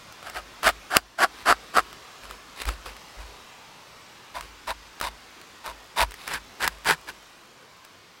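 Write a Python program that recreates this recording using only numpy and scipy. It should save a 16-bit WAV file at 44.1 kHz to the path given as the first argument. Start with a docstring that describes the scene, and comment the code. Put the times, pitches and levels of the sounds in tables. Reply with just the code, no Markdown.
"""Short, woody crunches: a knife hacks and saws into the thick, spiny husk of a durian resting on logs.
In each stroke spines crackle, fibres snap and ring the husk, and the push rocks the fruit with a low thud.
Midway the fruit is turned over, scuffing and bumping on the bark.
Faint handling ticks and the steady hiss of a forest lie behind it."""
import sys
import numpy as np
from scipy import signal
from scipy.fft import rfft, irfft
from scipy.io import wavfile
from scipy.ndimage import uniform_filter1d, minimum_filter1d

SR = 44100
rng = np.random.default_rng(int(sys.argv[2]) if len(sys.argv) > 2 else 0)


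def bounce(signal):
    """Save signal as a 16-bit WAV file at the path given by the first command-line argument."""
    frames = np.transpose(np.atleast_2d(signal))
    limited = np.clip(frames, -1, 1)
    pcm = np.round(limited * 32767).astype(np.int16)
    wavfile.write(sys.argv[1], SR, pcm)


N = 361619

# The knife's cue list. Each row: start in seconds, length in seconds, fastest point as a share of
# the length, level in dB, blade depth from 0 to 1, push on the fruit in dB, spot on the husk.
KNIFE_STROKES = [ (0.238, 0.084, 0.4, -37.5, 0, -60, "flank"),
                 (0.334, 0.068, 0.54, -31.5, 0.04, -45, "flank"),
                 (.631, 0.075, 0.53, -15.5, 0, -35, "flank"), (0.906, .084, 0.81, -19, 0.33, -40, "flank"),
                 (1.185, 0.068, 0.78, -10, 0.46, -52, "flank"), (1.335, 0.093, 1, -48, 0, -53, "tips"),
                 (1.458, 0.073, 0.57, -12, 0.83, -38.5, "flank"),
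                 (1.739, 0.066, 0.53, -16.5, .95, -43, "flank"),
                 (2.563, 0.079, 0.73, -36, 0.09, -47, "tips"),
                 (4.345, 0.054, 0.46, -31.5, 0.26, -45.5, "crown"),
                 (4.673, .047, 0.6, -25.5, 0.2, -39, "crown"), (5.02, 0.066, .16, -29, 0, -37.5, "crown"),
                 (5.64, 0.077, 0.61, -34.5, 0.14, -43.5, "crown"),
                 (5.967, .071, .8, -18, 0.11, -25.5, "crown"), (6.151, 0.13, 0.96, -44.5, 0, -57, "tips"),
                 (6.271, 0.11, .66, -30.5, 0, -41.5, "stem"), (6.6, 0.085, .52, -25, 0.05, -40, "stem"),
                 (6.856, 0.083, 0.48, -18, 0.11, -55, "stem"),
                 (7.072, 0.037, .47, -34.5, 0.01, -60, "stem")]


def knife(husk, logs, bite_db=-15, push_lead_s=0.0327):
    """Each stroke snaps a first spine, crunches in, and rocks the fruit just before the blade is fastest."""
    for start, length, peak_share, db, depth, push_db, spot in KNIFE_STROKES:
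        add(husk, *snap(start, db + bite_db))
        add(husk, *crunch(start, length, peak_share, db, depth, spot))
        add(logs, *thud(start + peak_share * length - push_lead_s, push_db))


# The voice of each spot. Each row: swell, crackle level in dB; spine ping in Hz and in dB against the
# crackle; rub in dB; then pitch in Hz and level in dB, at zero depth, for hollow, cut flap and rind.
HUSK_VOICES = { "flank": (14, -6, 2850, -18.5, -11.5, 653, -6, 1282, -7, 1483, -4.5),
               "crown": (7.5, -2.5, 3594, -13, -19, 679, -8, 978, -2, 1396, -11),
               "stem": (12, -2, 2347, -23, -11.5, 162, -23, 975, -7, 1588, -1.5),
               "tips": (11, 1, 3700, -11, -12, 680, -24, 1050, -22, 2200, -13),
               "bark": (16, -3, 2400, -24.5, -7.5, 480, -15, 1050, -10, 1500, -9)}
# The tone of crackling spines. Each row: frequency in Hz, gain in dB.
CRACKLE_EQ = [(60, -8.5), (130, -6.5), (260, -8.5), (600, -3), (1000, 5), (1700, 1), (2400, 3.5),
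              (3700, -2), (4800, -3.5), (6400, -12), (7800, -10), (10500, -10), (13000, -16.5),
              (16000, -18)]
# What rings as the blade binds, from the whole fruit up to the steel.
# Each row: pitch in Hz, width in Hz, level in dB against the spot's rub.
RUB_RESONANCES = [(402, 350, -3), (2650, 700, -4.5), (4680, 960, -4.5), (8100, 1700, -10), (9900, 3500, -9)]


def crunch(start, length, peak_share, db, depth, spot):
    """A scrape swells and stops; spines crackle while coarser fibres snap and ring the husk."""
    (swell_db, crackle_db, ping_hz, ping_db, rub_db,
     hollow_hz, hollow_db, flap_hz, flap_db, rind_hz, rind_db) = HUSK_VOICES[spot]
    crackle_db -= 17.5 * depth  # a buried blade meets fewer spines,
    hollow_db -= depth  # damps the hollow,
    hollow_hz *= 1 + 0.19 * depth  # stiffens it,
    flap_hz *= 1 - 0.14 * depth  # cuts a longer flap
    rind_hz *= 1 - 0.12 * depth  # and rings the rind lower
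    end = start + length
    t = np.arange(start - 0.015, end + 0.032, 1 / SR)
    off_peak = np.interp(t, [start, start + min(peak_share, 1) * length, end], [1, 0, 1])
    fade_db = 2500 * np.maximum(start - t, 0) + 1400 * np.maximum(t - end, 0)
    force = amp(-swell_db * off_peak ** 1.64 - fade_db)
    jerky = force * stick_slip(len(t))
    spines = unit_rms(jerky * clicks(len(t), per_s=5000, spread_db=4))
    fibres = unit_rms(jerky * clicks(len(t), per_s=800, spread_db=-2.5))
    rubbing = force * clicks(len(t), per_s=3500, spread_db=5.5)
    ping = amp(ping_db) * ring(spines, ping_hz, 0.21 * ping_hz)  # spine length sets the pitch
    sound = amp(crackle_db) * unit_rms(colour(spines, CRACKLE_EQ) + ping)
    pull = fibres + 1.1 * unit_rms(rubbing)
    sound += amp(hollow_db) * ring(pull, hollow_hz, width_hz=0.39 * hollow_hz)
    sound += amp(flap_db) * ring(pull, flap_hz, width_hz=296)
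    sound += amp(rind_db) * ring(pull, rind_hz, width_hz=490)
    for hz, width_hz, level_db in RUB_RESONANCES:
        sound += amp(rub_db + level_db) * ring(rubbing, hz, width_hz)
    return t[0], amp(db) * sound * np.sqrt(np.mean(force ** 2))


def stick_slip(count, per_s=150, spread_db=2.5, fade_s=0.0027, steady=0.66):
    """The blade sticks and slips: each uneven jerk lets go a clump of breaks."""
    jerks = abs(clicks(count, per_s, spread_db))
    return steady + unit_rms(signal.lfilter([1], [1, -np.exp(-1 / (fade_s * SR))], jerks))


# The sharp accents. Each row: time in seconds, peak in dB, rind knock in dB against the splinters.
SINGLE_SNAPS = [ (0.124, -31, -3), (.228, -27.5, 6), (.298, -24.5, -16), (.631, -14.5, 3), (.69, -7.5, 1),
                (.962, -10, 9), (.968, 8, -12), (1.5131, -3.5, 14), (1.5254, -5, 24), (1.7728, -3.5, 9),
                (1.784, -3, 28), (1.792, -6, 13), (1.929, -25.5, 0), (2.31, -21.5, 2), (2.6181, -19.5, -28),
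                (2.6542, -19.5, -15), (2.688, -14.5, -2), (2.691, -18.5, 18), (2.862, -25, 7),
                (2.966, -31.5, -18), (4.4093, -21, -7), (5.0004, -24, -6), (5.0125, -11.5, -4.5),
                (5.4143, -35, -20), (5.6616, -20.5, -3), (5.6775, -22, 12), (6.025, -11, -15),
                (6.109, -26.5, -20), (6.119, -28, -25), (6.141, -26, -9), (6.2776, -15, -18),
                (6.3385, -16, -7.5), (6.6261, -14, -4), (6.6418, -14.5, -1), (6.6774, -4.5, -13),
                (6.847, -26, -8), (6.873, -12, -6), (6.911, -12, -5), (7.849, -34, -8)]


def breaking_spines(husk):
    """Single spines and fibres break; the deep ones ring the rind."""
    for s, peak_db, knock_db in SINGLE_SNAPS:
        add(husk, *snap(s, peak_db, knock_db))


# The tone of splintering. Each row: frequency in Hz, gain in dB.
SPLINTER_EQ = [(100, -6.5), (400, -0.5), (1500, 9), (4500, 0), (6500, -4), (8500, -2), (12000, -8.5),
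               (16000, -5)]


def snap(s, peak_db, knock_db=-2, rind_hz=1274, hollow_hz=710, knock_t60=0.012, debris_t60=0.06):
    """One spine gives way: a burst of splinters, a little debris, a knock of the rind and its hollow."""
    t = np.arange(SR // 20) / SR
    burst_t60 = 0.009 * 0.5 ** (peak_db / 35)  # louder snaps die faster
    burst = amp(-60 * np.maximum(t - 0.0006, 0) / burst_t60)
    debris = amp(-28 - 60 * t / debris_t60)
    splinters = rng.standard_normal(len(t)) * (burst + debris)
    knock = np.sin(2 * np.pi * rind_hz * t) + amp(-11) * np.sin(2 * np.pi * hollow_hz * t)
    knock *= amp(-60 * t / knock_t60)
    knock = signal.lfilter(*signal.butter(2, 450, "high", fs=SR), knock)  # a small patch gives no bass
    sound = colour(splinters, SPLINTER_EQ) + amp(knock_db) * unit_rms(knock)
    return s, amp(peak_db) * sound / abs(sound).max()


# The low end of fruit on logs. 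Each row: pitch in Hz, level in dB, t60 in seconds for a soft push.
ROCKING_MODES = [(50.9, -0.5, 0.41), (71.6, -8.5, 0.28), (161, -31, .1)]


def thud(s, push_db, rise_s=0.03, soft_push_db=-34, halving_db=19):
    """A push sets the heavy fruit and logs swinging; hard pushes grind on the bark and die sooner."""
    t = np.arange(SR * 3 // 4) / SR
    rise = np.sin(np.pi / 2 * np.minimum(t / rise_s, 1)) ** 2
    age = np.maximum(t - rise_s, 0) * 2 ** ((push_db - soft_push_db) / halving_db)
    swing = sum(amp(db - 60 * age / t60) * np.sin(2 * np.pi * hz * t) for hz, db, t60 in ROCKING_MODES)
    rumble = ring(rng.standard_normal(len(t)), ROCKING_MODES[0][0], width_hz=28)
    grind = amp(-15.5 - 60 * age / 0.6) * rumble
    return s, amp(push_db) * rise * (swing + grind)


# The fruit's moves on the logs. Each row: time in seconds, thud in dB, scuff in dB.
FRUIT_MOVES = [(2.221, -49, -44), (2.285, -47, -44), (2.66, -22.5, -34), (2.848, -41, -39),
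               (3.174, -33.5, -47), (4.415, -43, -45.5), (6.701, -46, -49.5)]


def settling_fruit(husk, logs, thud_lead_s=0.013):
    """The fruit tips and settles: its weight shifts, then its spines scuff the bark."""
    for s, thud_db, scuff_db in FRUIT_MOVES:
        add(husk, *crunch(s, length=0.088, peak_share=0.16, db=scuff_db, depth=0, spot="bark"))
        add(logs, *thud(s - thud_lead_s, thud_db))


def handling(level_db=-65):
    """Faint ticks of spines against hand, blade and bark, softer while the blade rests."""
    activity = np.interp(np.arange(N) / SR, [0, 2.9, 3.6, 4.2, 6.3, 7.2, 7.5],
                         [0.26, 0.91, 0.26, 0.2, 0.93, 0.98, 0.36])
    ticks = clicks(N, per_s=70, spread_db=2) * activity
    t = np.arange(SR // 100) / SR
    splinter = rng.standard_normal(len(t)) * np.exp(-t / 0.0005)
    return amp(level_db) * colour(signal.oaconvolve(ticks, splinter)[:N], SPLINTER_EQ)


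# The decay of the outdoor tail. Each row: frequency in Hz, t60 in seconds.
TAIL_DECAY = [(100, 0.25), (1000, 0.055), (4000, 0.14), (14000, 0.1)]


def scatter(x, level_db=-23, echoes_per_s=2500, rise_s=0.0026):
    """Logs and trees throw back a thin, short tail whose bass lasts longest."""
    echoes = rng.standard_normal(SR // 2) * (rng.random(SR // 2) < echoes_per_s / SR)
    hz, t, spectrum = signal.stft(echoes, SR, nperseg=256)
    decay = amp(-60 * t / curve_at(TAIL_DECAY, hz)[:, None])
    tail = signal.istft(spectrum * decay * np.minimum(t / rise_s, 1), SR, nperseg=256)[1]
    return amp(level_db) * signal.oaconvolve(x, tail / np.linalg.norm(tail))[:N]


# The tone of the forest bed. Each row: frequency in Hz, gain in dB.
FOREST_EQ = [(25, -12), (50, -7.5), (100, -3.5), (200, -3.5), (400, -3.5), (650, -4), (1100, 0),
             (1600, -4.5), (2500, -5.5), (5000, -9.5), (8000, -17), (10000, -22.5), (16000, -26.5)]
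# Its slow fader ride. Each row: time in seconds, level in dB.
FOREST_FADER = [(0, -47.5), (1.9, -46), (2.45, -48), (3.25, -46.5), (3.7, -48.5), (7.1, -49), (7.5, -52),
                (8.2, -52)]


def forest(patchy_db=1.7):
    """Distant leaves hiss, drifting in soft patches."""
    hz, _, spectrum = signal.stft(rng.standard_normal(N), SR, nperseg=4096)
    patches = uniform_filter1d(rng.standard_normal(spectrum.shape), size=12, axis=0)
    patches = unit_rms(uniform_filter1d(patches, size=4, axis=1))
    spectrum *= amp(curve_at(FOREST_EQ, hz)[:, None] + patchy_db * patches)
    hiss = unit_rms(signal.istft(spectrum, SR, nperseg=4096)[1][:N])
    return hiss * amp(np.interp(np.arange(N) / SR, *np.transpose(FOREST_FADER)))


# The stereo width. Each row: frequency in Hz, side against mid in dB.
STEREO_WIDTH = [(30, -46), (60, -42), (125, -17), (250, -13.5), (500, -22), (1000, -79), (2200, -77),
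                (4000, -71), (8000, -40), (13000, -19)]
# The tone of the noise floor. Each row: frequency in Hz, gain in dB.
MIC_NOISE_EQ = [(30, -10), (130, -12), (320, 1), (700, 5), (1300, -7), (2300, -22), (3700, -37),
                (5000, -12), (16000, -25)]


def microphone_pair(mid, noise_db=-73):
    """Two close microphones hear the same level at slightly different phase and add faint noise."""
    width = amp(curve_at(STEREO_WIDTH, np.fft.rfftfreq(N, 1 / SR)))
    side = irfft(1j * rfft(mid) * width, N)
    side += amp(noise_db) * colour(rng.standard_normal(N), MIC_NOISE_EQ)
    return np.array([mid + side, mid - side])


def clicks(count, per_s, spread_db):
    """Clicks of uneven size and sign, one at a random place in each short slot of time."""
    slots = int(count * per_s / SR)
    place, size, sign = rng.random((slots, 3)).T
    positions = ((np.arange(slots) + place) * SR / per_s).astype(int)
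    train = np.zeros(count)
    train[positions] = np.sign(sign - 0.5) * amp(-spread_db * np.log(size + 0.022))
    return train


def ring(x, hz, width_hz):
    """A damped resonance with steep skirts, at rms 1."""
    b, a = signal.iirpeak(hz, hz / width_hz, SR)
    return unit_rms(signal.lfilter(b, a, signal.lfilter(b, a, x)))


def colour(x, eq, size=2048):
    """Minimum-phase EQ that keeps the attack of clicks sharp, at rms 1."""
    log_gain = np.log(amp(curve_at(eq, abs(np.fft.fftfreq(size, 1 / SR)))))
    taps = np.fft.ifft(np.exp(np.conj(signal.hilbert(log_gain)))).real
    return unit_rms(signal.fftconvolve(x, taps[:size // 2])[:len(x)])


def curve_at(points, hz):
    """Reads a table on a log-frequency axis."""
    point_hz, value = np.transpose(points)
    return np.interp(np.log(hz + 1), np.log(point_hz + 1), value)


def amp(db):
    """Decibels to gain."""
    return 10 ** (np.asarray(db) / 20)


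def unit_rms(x):
    """Scales to rms 1."""
    return x / np.sqrt(np.mean(x ** 2) + 1e-20)


def add(mix, s, sound):
    """Mixes a sound in, starting at s seconds."""
    part = mix[max(round(s * SR), 0):][:len(sound)]
    part += sound[:len(part)]


def scene():
    """Crunches and snaps up front with a short tail, dry thuds underneath, the forest behind."""
    husk, logs = np.zeros(N), np.zeros(N)
    knife(husk, logs)
    settling_fruit(husk, logs)
    breaking_spines(husk)
    return microphone_pair(husk + scatter(husk) + logs + handling() + forest())


def record(dry, ceiling_db=-1.0, deepest_db=6, recover_db_per_s=40, lag_s=0.0022, cutoff_hz=16000):
    """A limiter ducks on the hardest cracks, holds and recovers; a low-pass trims the top."""
    over_db = np.clip(20 * np.log10(abs(dry).max(0) + 1e-9) - ceiling_db, 0, deepest_db)
    half_hold = SR // 10
    held_db = -minimum_filter1d(-over_db, size=2 * half_hold + 1, origin=half_hold)
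    recovery_db = np.arange(N) * recover_db_per_s / SR
    duck_db = np.maximum.accumulate(held_db + recovery_db) - recovery_db
    pole = np.exp(-1 / (lag_s * SR))  # too slow for the first peaks, which clip
    gain = amp(-signal.lfilter([1 - pole], [1, -pole], duck_db))
    lowpass = signal.firwin(511, cutoff_hz, window=("kaiser", 9), fs=SR)
    return signal.oaconvolve(np.clip(dry * gain, -1, 1), lowpass[None], "same")


dry = scene()
out = record(dry)
bounce(out)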